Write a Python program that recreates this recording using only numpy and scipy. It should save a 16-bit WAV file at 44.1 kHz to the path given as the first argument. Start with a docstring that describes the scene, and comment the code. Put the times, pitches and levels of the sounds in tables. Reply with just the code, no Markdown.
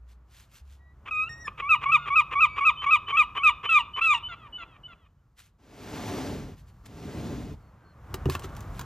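"""On a slate roof by an open window, a herring gull gives its long call: a held note, ten yelps and three
wheezy sighs, with thin whistles in between. Membranes shake in its voice box and its throat shapes the tone.
Indoors, something slides in two long scraping strokes. Then the gull snatches a fish at the window,
with thumps on the sill and clicks of its beak. Soft steps, far birds, an engine and the street lie behind."""
import sys
import numpy as np
from scipy import signal
from scipy.fft import rfft, irfft, next_fast_len
from scipy.io import wavfile
from scipy.ndimage import uniform_filter1d, map_coordinates

SR = 44100
rng = np.random.default_rng(int(sys.argv[2]) if len(sys.argv) > 2 else 0)


def int16_out(signal):
    """Quantize to a 16-bit WAV file."""
    q = np.round(np.clip(np.atleast_2d(signal).T, -1, 1) * 32767)
    wavfile.write(sys.argv[1], SR, q.astype(np.int16))


N = 390285
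T = np.arange(N) / SR
TOP_HZ = 15850  # the highest frequency kept

# The yelps. Each row: times in seconds of the throat's catch, the jump up and the voice's break,
# pitch at the break in Hz, level of the high cry in dB, level of the low lead-in in dB.
YELPS = [(1.606, 1.692, 1.747, 1183, -12, -25.5), (1.842, 1.918, 1.964, 1194, -11, -18),
         (2.087, 2.157, 2.206, 1188, -11, -18), (2.338, 2.406, 2.453, 1187, -10.5, -17.5),
         (2.591, 2.652, 2.699, 1183, -11, -18.5), (2.846, 2.909, 2.958, 1176, -10.5, -17),
         (3.109, 3.17, 3.222, 1174, -11.5, -19), (3.38, 3.434, 3.495, 1166, -11, -26),
         (3.661, 3.691, 3.785, 1171, -12.5, -35), (3.992, 4.015, 4.135, 1153, -14, -21.5)]
# The opening note and the squeak after it. Each row: time in seconds, pitch in Hz, relative level in dB.
HELD_NOTE = [(1.108, 1291, -29), (1.14, 1241, -30), (1.204, 1248, -24), (1.242, 1284, -28.5),
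             (1.256, 1312, -40), (1.278, 1370, -36), (1.288, 1450, -38)]
SQUEAK = [(1.29, 1853, -40), (1.314, 1852, -40), (1.37, 1866, -50), (1.428, 1914, -45), (1.44, 1890, -49),
          (1.46, 1764, -38), (1.478, 1720, -41.5)]
# Throat catches around those two. Each row: time in seconds, rise in seconds, relative level in dB.
OPENING_CATCHES = [(1.087, 0.029, -6.5), (1.481, .004, -1)]
# Whistles between notes. Each row: start in seconds, length in seconds, starting pitch in Hz, level in dB.
WHISTLES = [(0.782, 0.16, 1910, -57.5), (2.463, 0.18, 2276, -35.5), (2.766, 0.072, 3026, -38),
            (3.065, 0.064, 3013, -36.5), (3.365, 0.035, 2996, -32.5), (3.64, 0.057, 2990, -34),
            (3.933, 0.059, 2980, -35), (4.228, 0.059, 2970, -36), (4.524, 0.056, 2940, -39),
            (4.833, 0.043, 2947, -44.5)]
# The closing sighs. Each row: start in seconds, relative level in dB.
SIGHS = [(4.286, 1), (4.58, -2), (4.88, -11)]
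# The two wheezes of a sigh. Each row: delay in seconds, length in seconds, relative level in dB.
SIGH_PARTS = [(0, .062, 1), (0.077, .118, -17)]
# Beak clicks. Each row: time in seconds, level in dB, relative level of the wood's ring in dB.
BEAK_CLICKS = [(8.142, -18, -6), (8.2567, -31.5, 6), (8.2985, -17, -4), (8.3517, -22, 5.5),
               (8.3949, -28, -20), (8.422, -41.5, 5), (8.4444, -35, 3), (8.5661, -31.5, -22),
               (8.606, -31.5, -23), (8.794, -23, -4.5), (8.812, -27, -1.5)]
# The fish hitting the sill. Each row: time in seconds, level in dB.
FISH_THUMPS = [(8.142, -29), (8.2581, -14.5), (8.288, -22), (8.349, -32), (8.442, -30)]
# The notes a struck frame and sill ring at. Each row: pitch in Hz, level in dB, seconds to fade by 60 dB.
FRAME_NOTES = [(1210, -0.5, 0.031), (1866, -6, 0.025), (2850, -5, 0.016), (3520, -17, 0.012),
               (5300, -16.5, 0.0077)]
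SILL_NOTES = [(81.7, -9.5, .45), (131, -3, .11), (288, -7.5, .11), (385.4, 4.5, 0.04), (762, -6, 0.025)]
# Scraping strokes. Each row: start, fastest moment and end in seconds, level of the hollow rub in dB,
# level of the hiss in dB, pitch of the rub as a ratio.
STROKES = [(5.577, 6.194, 6.56, -35.5, -41, 1), (6.83, 7.301, 7.56, -36, -48, 0.81)]
# Light rustles. Each row: middle in seconds, rough half length in seconds, level in dB.
RUSTLES = [(0.11, 0.022, -66), (0.383, 0.045, -57.5), (.56, 0.028, -56), (0.716, 0.038, -65),
           (5.394, .013, -54), (5.441, 0.029, -62.5), (6.591, 0.02, -62.5), (6.69, 0.014, -65.5),
           (6.863, 0.0047, -50), (8.327, 0.021, -43.5), (8.445, 0.011, -47.5), (8.585, .015, -63),
           (8.775, 0.028, -57.5)]
# Soft steps. Each row: time in seconds, pitch of the floor in Hz, level in dB.
STEPS = [(0, 60.36, -44), (0.611, 68.5, -43)]
# Far bird calls. 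Each row: start and end in seconds, first and last pitch in Hz, level in dB.
FAR_BIRDS = [(7.583, 7.716, 4400, 4390, -71), (7.76, 7.94, 1613, 1516, -71), (7.837, 7.94, 4340, 4170, -63)]
# The background's rises and falls. Each row: start in seconds, rumble level in dB, street level in dB.
BACKGROUND_LEVELS = [(0, -62, -69), (1, -54, -58), (3.3, -55.5, -58.5), (4.401, -58.5, -60),
                     (5.029, -62.5, -74.5), (5.8, -50.5, -64), (7.55, -56, -60), (8.038, -42, -46.5)]

# Tone colours: how strong each sound is from bass to treble. Each row: frequency in Hz, gain in dB.
THROAT_TONE = [(850, -15.5), (1080, -4.5), (1210, -4), (1340, -9), (1750, -27), (2230, -8), (2500, 0),
               (2750, -1.5), (3600, -21), (4700, -40), (6200, -39.5), (7400, -32.5), (11500, -44.5),
               (15000, -74.5)]
SQUEAK_TONE = [(1800, 1.5), (3600, -22.5), (5600, -14), (7500, -24), (9400, -23), (11300, -51),
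               (13500, -40.5)]
WHISTLE_TONE = [(2000, -5.5), (3100, 4.5), (3900, -28.5), (6000, -40.5), (9000, -45), (14000, -66)]
WHEEZE_TONE = [(690, -19.5), (1400, 1.5), (2100, -9.5), (2800, -5), (3400, -6), (4200, -26), (5500, -49),
               (8000, -23.5), (13000, -47.5)]
RASP_TONE = [(150, -40.5), (400, -5), (650, -15.5), (900, -3), (1150, 13), (1400, -6.5), (1750, -6),
             (2550, 1.5), (3200, -4.5), (4500, -32.5), (7500, -33), (12000, -39), (16000, -61.5)]
RUB_TONE = [(30, -47), (70, -3), (130, 2), (230, 2.5), (340, -1), (470, -5.5), (750, -14), (1500, -28.5),
            (4000, -48.5)]
HISS_TONE = [(300, -1), (700, 7), (1200, 1.5), (2500, -2.5), (4000, -6), (5500, -7), (8500, -11),
             (12000, -11.5), (14000, -18), (16000, -34)]
RUSTLE_TONE = [(300, -15), (800, -8.5), (1300, -0.5), (2800, 0), (5500, -5), (12000, -3), (16000, -23.5)]
FAR_BIRD_TONE = [(1600, 5.5), (3000, -17.5), (4400, -7.5), (4800, -27), (6000, -40)]
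RUMBLE_TONE = [(22, -42.5), (42, 1.5), (62, -1.5), (100, -2.5), (160, -10), (300, -30), (700, -47)]
STREET_TONE = [(100, 4), (250, 0), (500, -4.5), (800, -4.5), (1150, -2.5), (1800, -12.5), (3000, -24),
               (5000, -36), (12000, -32.5), (16000, -61.5)]
ECHO_TONE = [(300, -3), (1200, 0.5), (2400, -9.5), (3000, 2), (4200, 6.5), (8000, -1)]
MICROPHONE_TONE = [(20, -14.5), (40, 1), (12500, 0), (14000, -5), (15800, -18)]
# How long the walls' echo lasts. Each row: frequency in Hz, seconds to fade by 60 dB.
ECHO_FADE = [(200, .4), (1200, 0.55), (2800, 0.41), (6000, 0.1), (12000, 0.13)]
# The microphone's two openings. Each row: frequency in Hz, how far the left wave leads in radians.
LEFT_LEAD = [(100, 0), (250, .22), (700, .33), (1300, .42), (2500, .45), (4000, .65), (5500, .4),
             (7000, 1.35), (8500, 2.35), (9400, 3), (10600, 3.25), (12000, 4.2), (15500, 6.2)]


def voice(path, tone, jitter, hoarse=0, break_s=np.inf):
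    """A bird's voice box makes a pitch and its multiples (harmonics); the throat colours them."""
    # Each row of path: time in seconds, pitch in Hz, level in dB, brightness in dB.
    t = np.arange(path[0][0], max(path[-1][0], path[0][0] + .01), 1 / SR)
    hz, db, bright_db = curves(path, t)
    # once the voice breaks, the membranes shake unevenly
    broken = ramp((t - break_s) / .0025 + 1)
    hz = hz * (1 + (jitter + .013 * broken) * wobble(700, len(t)) + jitter * wobble(90, len(t)) / 2)
    phase = 2 * np.pi * np.cumsum(hz) / SR
    harmonic = np.arange(1, 11)[:, None]
    upper = harmonic > 2
    # pressing harder lifts the upper harmonics most
    lift_db = np.where(upper, 1, (harmonic - 1) * .22) * bright_db
    flutter_db = np.array([wobble(110, len(t)) for _ in harmonic]) * np.where(upper, 3.5, .4)
    gains = amp(db + along(tone, harmonic * hz) + lift_db + flutter_db) * (harmonic * hz < TOP_HZ)
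    # hoarseness roughens the upper harmonics; the lowest two stay nearly pure
    fray = 1 + hoarse * np.where(upper, 2 * harmonic, .5) * np.array([wobble(800, len(t)) for _ in harmonic])
    # every other shake is unequal, which adds weak tones halfway between the harmonics
    halfway_gain = hoarse * amp(db - 11 + 8 * wobble(23, len(t)))
    halfway = sum(k * np.sin((k + .5) * phase + wobble(420, len(t))) for k in (1, 2))
    harmonics = np.sum(gains * fray * np.sin(harmonic * phase), axis=0)
    return (harmonics + halfway_gain * halfway) * signal.windows.tukey(len(t), .05)


def yelps(low_hz=1109, high_hz=1337.4, broken_hz=983, attack_s=.0077, crest_s=.02):
    """Each yelp starts low, jumps to a loud high cry, sags, then breaks and drops."""
    out = np.zeros(N)
    middle_s = np.mean([row[0] for row in YELPS])
    for catch_s, jump_s, break_s, end_hz, cry_db, lead_db in YELPS:
        start_s = catch_s + .013  # a tiny pause after the catch
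        tail_s = .48 * (break_s - jump_s)
        t = T[(T >= start_s) & (T < break_s + tail_s)]
        # low, high and broken each hold a pitch in Hz, a level in dB and a brightness in dB
        bend = ramp((t - start_s) / max(jump_s - start_s, attack_s)) ** 3
        low = [low_hz + 134 * bend, lead_db - 6 * bend ** 2, np.full_like(t, -17.5)]
        sag = 1 - ramp((break_s - t) / min(.082, break_s - jump_s))
        # the cry is strongest crest_s before the break, then eases
        swell_db = -4 * ramp((break_s - crest_s - t) / .026)
        ease_db = -3 * ramp(1 - (break_s - t) / crest_s) ** 2
        opened = ramp((t - jump_s) / .028)
        high = [high_hz + (end_hz - high_hz) * sag, cry_db + swell_db + ease_db, -12.5 + 9 * opened]
        after_s = np.maximum(t - break_s, 0)
        falling_hz = broken_hz - 2100 * after_s + (end_hz - broken_hz) * np.exp(-after_s / .003)
        broken = [falling_hz, -16.5 - 24.5 * (after_s / tail_s) ** 2, np.full_like(t, -6.5)]
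        stages = np.where(t < jump_s, low, np.where(t < break_s, high, broken))
        hz, db, bright_db = uniform_filter1d(stages, size=180, axis=1)
        # no two yelps waver alike
        hz *= 1 + .005 * wobble(45, len(t))
        db += wobble(90, len(t))
        # the voice grows harsher and hoarser as the call goes on
        bright_db += 2 * (catch_s - middle_s)
        hoarse = .02 + .014 * (catch_s - YELPS[0][0])
        path = np.transpose([t, hz, db, bright_db])
        yelp = voice(path, THROAT_TONE, jitter=.004, hoarse=hoarse, break_s=break_s)
        add(out, start_s, yelp * ramp(T[:len(yelp)] / attack_s))
    return out


def opening_note():
    """A clean held note flips up into a thin squeak."""
    out = np.zeros(N)
    held = [(s, hz, db + 3, -6) for s, hz, db in HELD_NOTE]
    squeak = [(s, hz, db + 1, 3) for s, hz, db in SQUEAK]
    add(out, held[0][0], voice(held, THROAT_TONE, jitter=.001))
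    add(out, squeak[0][0], voice(squeak, SQUEAK_TONE, jitter=.00065))
    return out


def glide(start_s, length_s, hz, change_hz, db, tone, jitter, edge_db):
    """A short, soft bird note swells and fades while its pitch slides."""
    out = np.zeros(N)
    progress = np.array([0, .15, .7, .88, 1])
    swell_db = np.array([edge_db, -3, 0, -2, edge_db])
    path = np.transpose([start_s + progress * length_s, hz + progress * change_hz, db + swell_db, np.zeros(5)])
    add(out, start_s, voice(path, tone, jitter))
    return out


def whistles(rise_share=.026):
    """Air whistles through the gull's throat between notes, rising a little."""
    return sum(glide(s, length, hz, rise_share * hz, db, WHISTLE_TONE, jitter=.0021, edge_db=-18.5)
               for s, length, hz, db in WHISTLES)


def wheezes(sigh_hz=724, sink_hz_per_s=1130):
    """One wheeze lingers between two yelps; at the end the tired voice sighs in sinking pairs."""
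    out = glide(1.96, .115, hz=717, change_hz=-11.5, db=-44, tone=WHEEZE_TONE, jitter=.003, edge_db=-8.5)
    for s, db in SIGHS:
        for delay, length, part_db in SIGH_PARTS:
            out += glide(s + delay, length, sigh_hz, -sink_hz_per_s * length, db + part_db - 41,
                         WHEEZE_TONE, jitter=.013, edge_db=-6)
    return out


def throat_catches(yip_hz=1210, yip_half_s=.012):
    """Air crackles through the half-closed voice box until it catches in a short, rough yip."""
    before_yelps = [(row[0], .028, -4 * np.exp(-k)) for k, row in enumerate(YELPS)]
    after_wheezes = [(s + delay + length - .008, .024, db - 15 + .57 * part_db)
                     for s, db in SIGHS for delay, length, part_db in SIGH_PARTS]
    breath, yips = np.zeros(N), np.zeros(N)
    for s, rise_s, db in list(OPENING_CATCHES) + before_yelps + after_wheezes:
        times = [s - rise_s - .004, s - rise_s, s, s + .005, s + .01]
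        breath += amp(db - 30) * np.interp(T, times, [0, amp(-9), 1, .4, 0])
        yip_db = db - 25.5
        path = [(s - yip_half_s, .88 * yip_hz, yip_db - 12, -10),
                (s, yip_hz, yip_db, -10),
                (s + yip_half_s, yip_hz, yip_db - 10.5, -10)]
        add(yips, s - yip_half_s, voice(path, THROAT_TONE, jitter=.025))
    crackle = unit(noise(RASP_TONE) * amp(2 * wobble(450)))
    return yips + breath * crackle


def snatch(crack_fade_s=.02, rebound_s=.004):
    """The beak snaps and knocks the frame, each time at another spot; the fish thumps on the sill."""
    out, t = np.zeros(N), np.arange(SR // 2) / SR
    rebounds = [(s + rebound_s, db - 9.5, wood_db) for s, db, wood_db in BEAK_CLICKS]
    for s, db, wood_db in list(BEAK_CLICKS) + rebounds:
        crack = amp(-8 - 60 * t / crack_fade_s) * rng.standard_normal(len(t))
        detune = np.exp(.11 * rng.normal())
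        wood = amp(wood_db - 6) * ring(FRAME_NOTES, t * detune)
        add(out, s, amp(db) * (crack + wood))
    soft_onset = 1 - np.exp(-t / .0033)
    for s, db in FISH_THUMPS:
        add(out, s, amp(db) * ring(SILL_NOTES, t) * soft_onset)
    return out


def scrapes(sink_ratio=.65, sink_s=.4, hiss_lead_s=.075):
    """Two slides speed up and slow down, each a hollow rub under a dry hiss; the second is deeper."""
    out = np.zeros(N)
    for start, peak, end, rub_db, hiss_db, pitch in STROKES:
        contact = ramp(np.minimum(T - start, end - T) / .023)
        grip = wobble(45)
        # the rub sinks in pitch as the slide slows
        fast = noise([(hz * pitch, db) for hz, db in RUB_TONE])
        slow = noise([(hz * pitch * sink_ratio, db) for hz, db in RUB_TONE])
        slowed = ramp((T - peak) / sink_s)
        rub = np.sqrt(1 - slowed) * fast + np.sqrt(slowed) * slow
        rub_gain = amp(rub_db - 91 * (T - peak) ** 2 + .58 * grip)
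        hiss_gain = amp(hiss_db - 108.5 * (T - peak + hiss_lead_s) ** 2 + .56 * (grip + wobble(700)))
        out += contact * (rub_gain * rub + hiss_gain * noise(HISS_TONE))
    return out


def rustles(nibble_start_s=8.36):
    """Handling makes brief, grainy rustles; near the end the fish crackles in the beak."""
    handling = sum(amp(db) * np.exp(-.5 * ((T - s) / half_s) ** 2) for s, half_s, db in RUSTLES)
    nibble = (T > nibble_start_s) * amp(-75.5 + 10 * wobble(220))
    grains = unit(noise(RUSTLE_TONE) * amp(2.3 * wobble(500)))
    return (handling + nibble) * grains


def steps(fade_s=1.6, attack_s=.005):
    """Each soft step sets a springy floor booming."""
    out = np.zeros(N)
    for s, hz, db in STEPS:
        t = np.maximum(T - s, 0)
        out += amp(db - 60 * t / fade_s) * (1 - np.exp(-t / attack_s)) * np.sin(2 * np.pi * hz * t)
    return out


def far_birds():
    """Birds call faintly from across the street."""
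    return sum(glide(start, end - start, hz, last_hz - hz, db, FAR_BIRD_TONE, jitter=.008, edge_db=-21)
               for start, end, hz, last_hz, db in FAR_BIRDS)


def engine(nearest_s=1.92, pass_s=.25):
    """A far vehicle hums past, loudest and highest when it is nearest."""
    away_s = np.abs(T - nearest_s)
    hz = (145.5 - 15 * away_s) * (1 + .01 * wobble(25))
    gain = amp(-52.5 + 2.3 * wobble(14)) / np.hypot(1, away_s / pass_s)
    return gain * np.sin(2 * np.pi * np.cumsum(hz) / SR)


def background(fade_s=.22, width=.15):
    """A low rumble and the wash of the street rise and fall; the engine fades when the street is quiet."""
    starts, *levels = np.transpose(BACKGROUND_LEVELS)
    row = np.searchsorted(starts[1:], T)
    rumble_db, street_db = uniform_filter1d(np.array(levels)[:, row], size=int(fade_s * SR), axis=1)
    rumble = amp(rumble_db + 1.2 * wobble(5)) * noise(RUMBLE_TONE)
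    hum = engine() * ramp(amp(street_db + 58))
    street = noise(STREET_TONE) + width * np.array([noise(STREET_TONE), noise(STREET_TONE)])
    return rumble + hum + amp(street_db + wobble(7.1)) * street


def house_echo(x, delay_s=.335, cutoff_hz=1600):
    """The houses across the street send back a late, dull echo."""
    return filtered(x, lambda hz: amp(-26) * np.exp(-2j * np.pi * hz * delay_s) / (1 + (hz / cutoff_hz) ** 4))


def with_echoes(x, early_db, tail_db, early_fade_s=.064, width=.18):
    """Near surfaces answer a sound at once; farther walls add a faint tail."""
    hz, t, spectra = signal.stft(rng.standard_normal((3, SR // 2)), SR, nperseg=256)
    fading = amp(along(ECHO_TONE, hz)[:, None] - 60 * t / along(ECHO_FADE, hz)[:, None])
    tail = signal.istft(spectra * fading, SR, nperseg=256)[1]
    early = rng.standard_normal(tail.shape) * amp(-60 * np.arange(tail.shape[1]) / SR / early_fade_s)
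    answer = amp(tail_db) * tail / np.linalg.norm(tail[0]) + amp(early_db) * early / np.linalg.norm(early[0])
    # left and right share one answer, plus a little of their own
    stereo = answer[0] + width * answer[1:]
    delayed = np.pad(stereo, ((0, 0), (round(.004 * SR), 0)))
    return x + signal.fftconvolve(x[None], delayed, axes=1)[:, :N]


def ring(notes, t, scatter_db=2.5):
    """A struck object rings at its own fading notes, with new strengths at each hit."""
    return sum(amp(db + scatter_db * rng.normal() - 60 * t / fade_s) * np.sin(2 * np.pi * hz * t)
               for hz, db, fade_s in notes)


def amp(db):
    """Turn decibels into a gain."""
    return 10 ** (np.asarray(db) / 20)


def unit(x):
    """Scale a sound to an average power of 1."""
    return x / np.sqrt(np.mean(x ** 2) + 1e-20)


def ramp(x):
    """Rise from 0 to 1 and stay there."""
    return np.clip(x, 0, 1)


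def along(points, hz):
    """Read between rows of frequency and value, with octaves evenly spaced."""
    frequencies, values = np.transpose(points)
    return np.interp(np.log(hz + 1), np.log(frequencies + 1), values)


def curves(rows, t):
    """Read each column after the time column at times t."""
    times, *columns = np.transpose(rows)
    return [np.interp(t, np.sort(times), column) for column in columns]


def wobble(rate, size=N):
    """A smooth curve through `rate` random points a second."""
    return map_coordinates(rng.standard_normal(int(size * rate / SR) + 4), [np.arange(size) * rate / SR])


def filtered(x, response):
    """Scale and shift each frequency of a sound by response(hz)."""
    size = next_fast_len(N + SR // 2)
    return irfft(rfft(x, size) * response(np.fft.rfftfreq(size, 1 / SR)), size)[..., :N]


def noise(tone):
    """Noise with the given tone colour and an average power of 1."""
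    return unit(filtered(rng.standard_normal(N), lambda hz: amp(along(tone, hz))))


def add(track, start_s, sound):
    """Mix a sound into the track at its start time."""
    i = max(round(start_s * SR), 0)
    track[i:i + len(sound)] += sound[:max(N - i, 0)]


def scene():
    """Mix the gull outside, the noises indoors and at the window, and the street behind."""
    call = opening_note() + yelps() + whistles() + wheezes() + throat_catches()
    gull = with_echoes(call + house_echo(call), early_db=-17, tail_db=-19)
    indoors = with_echoes(scrapes() + rustles(), early_db=-10.5, tail_db=-20, width=.59)
    window = with_echoes(snatch(), early_db=-10, tail_db=-22)
    return gull + indoors + window + steps() + far_birds() + background()


def record(dry):
    """The microphone trims the deepest bass and top treble; its two sides drift out of step up high."""
    def response(hz):
        shift = np.exp(.5j * along(LEFT_LEAD, hz) * np.array([[1], [-1]]))
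        return shift * amp(along(MICROPHONE_TONE, hz)) * (hz < TOP_HZ)
    return filtered(dry, response)


dry = scene()
out = record(dry)
int16_out(out)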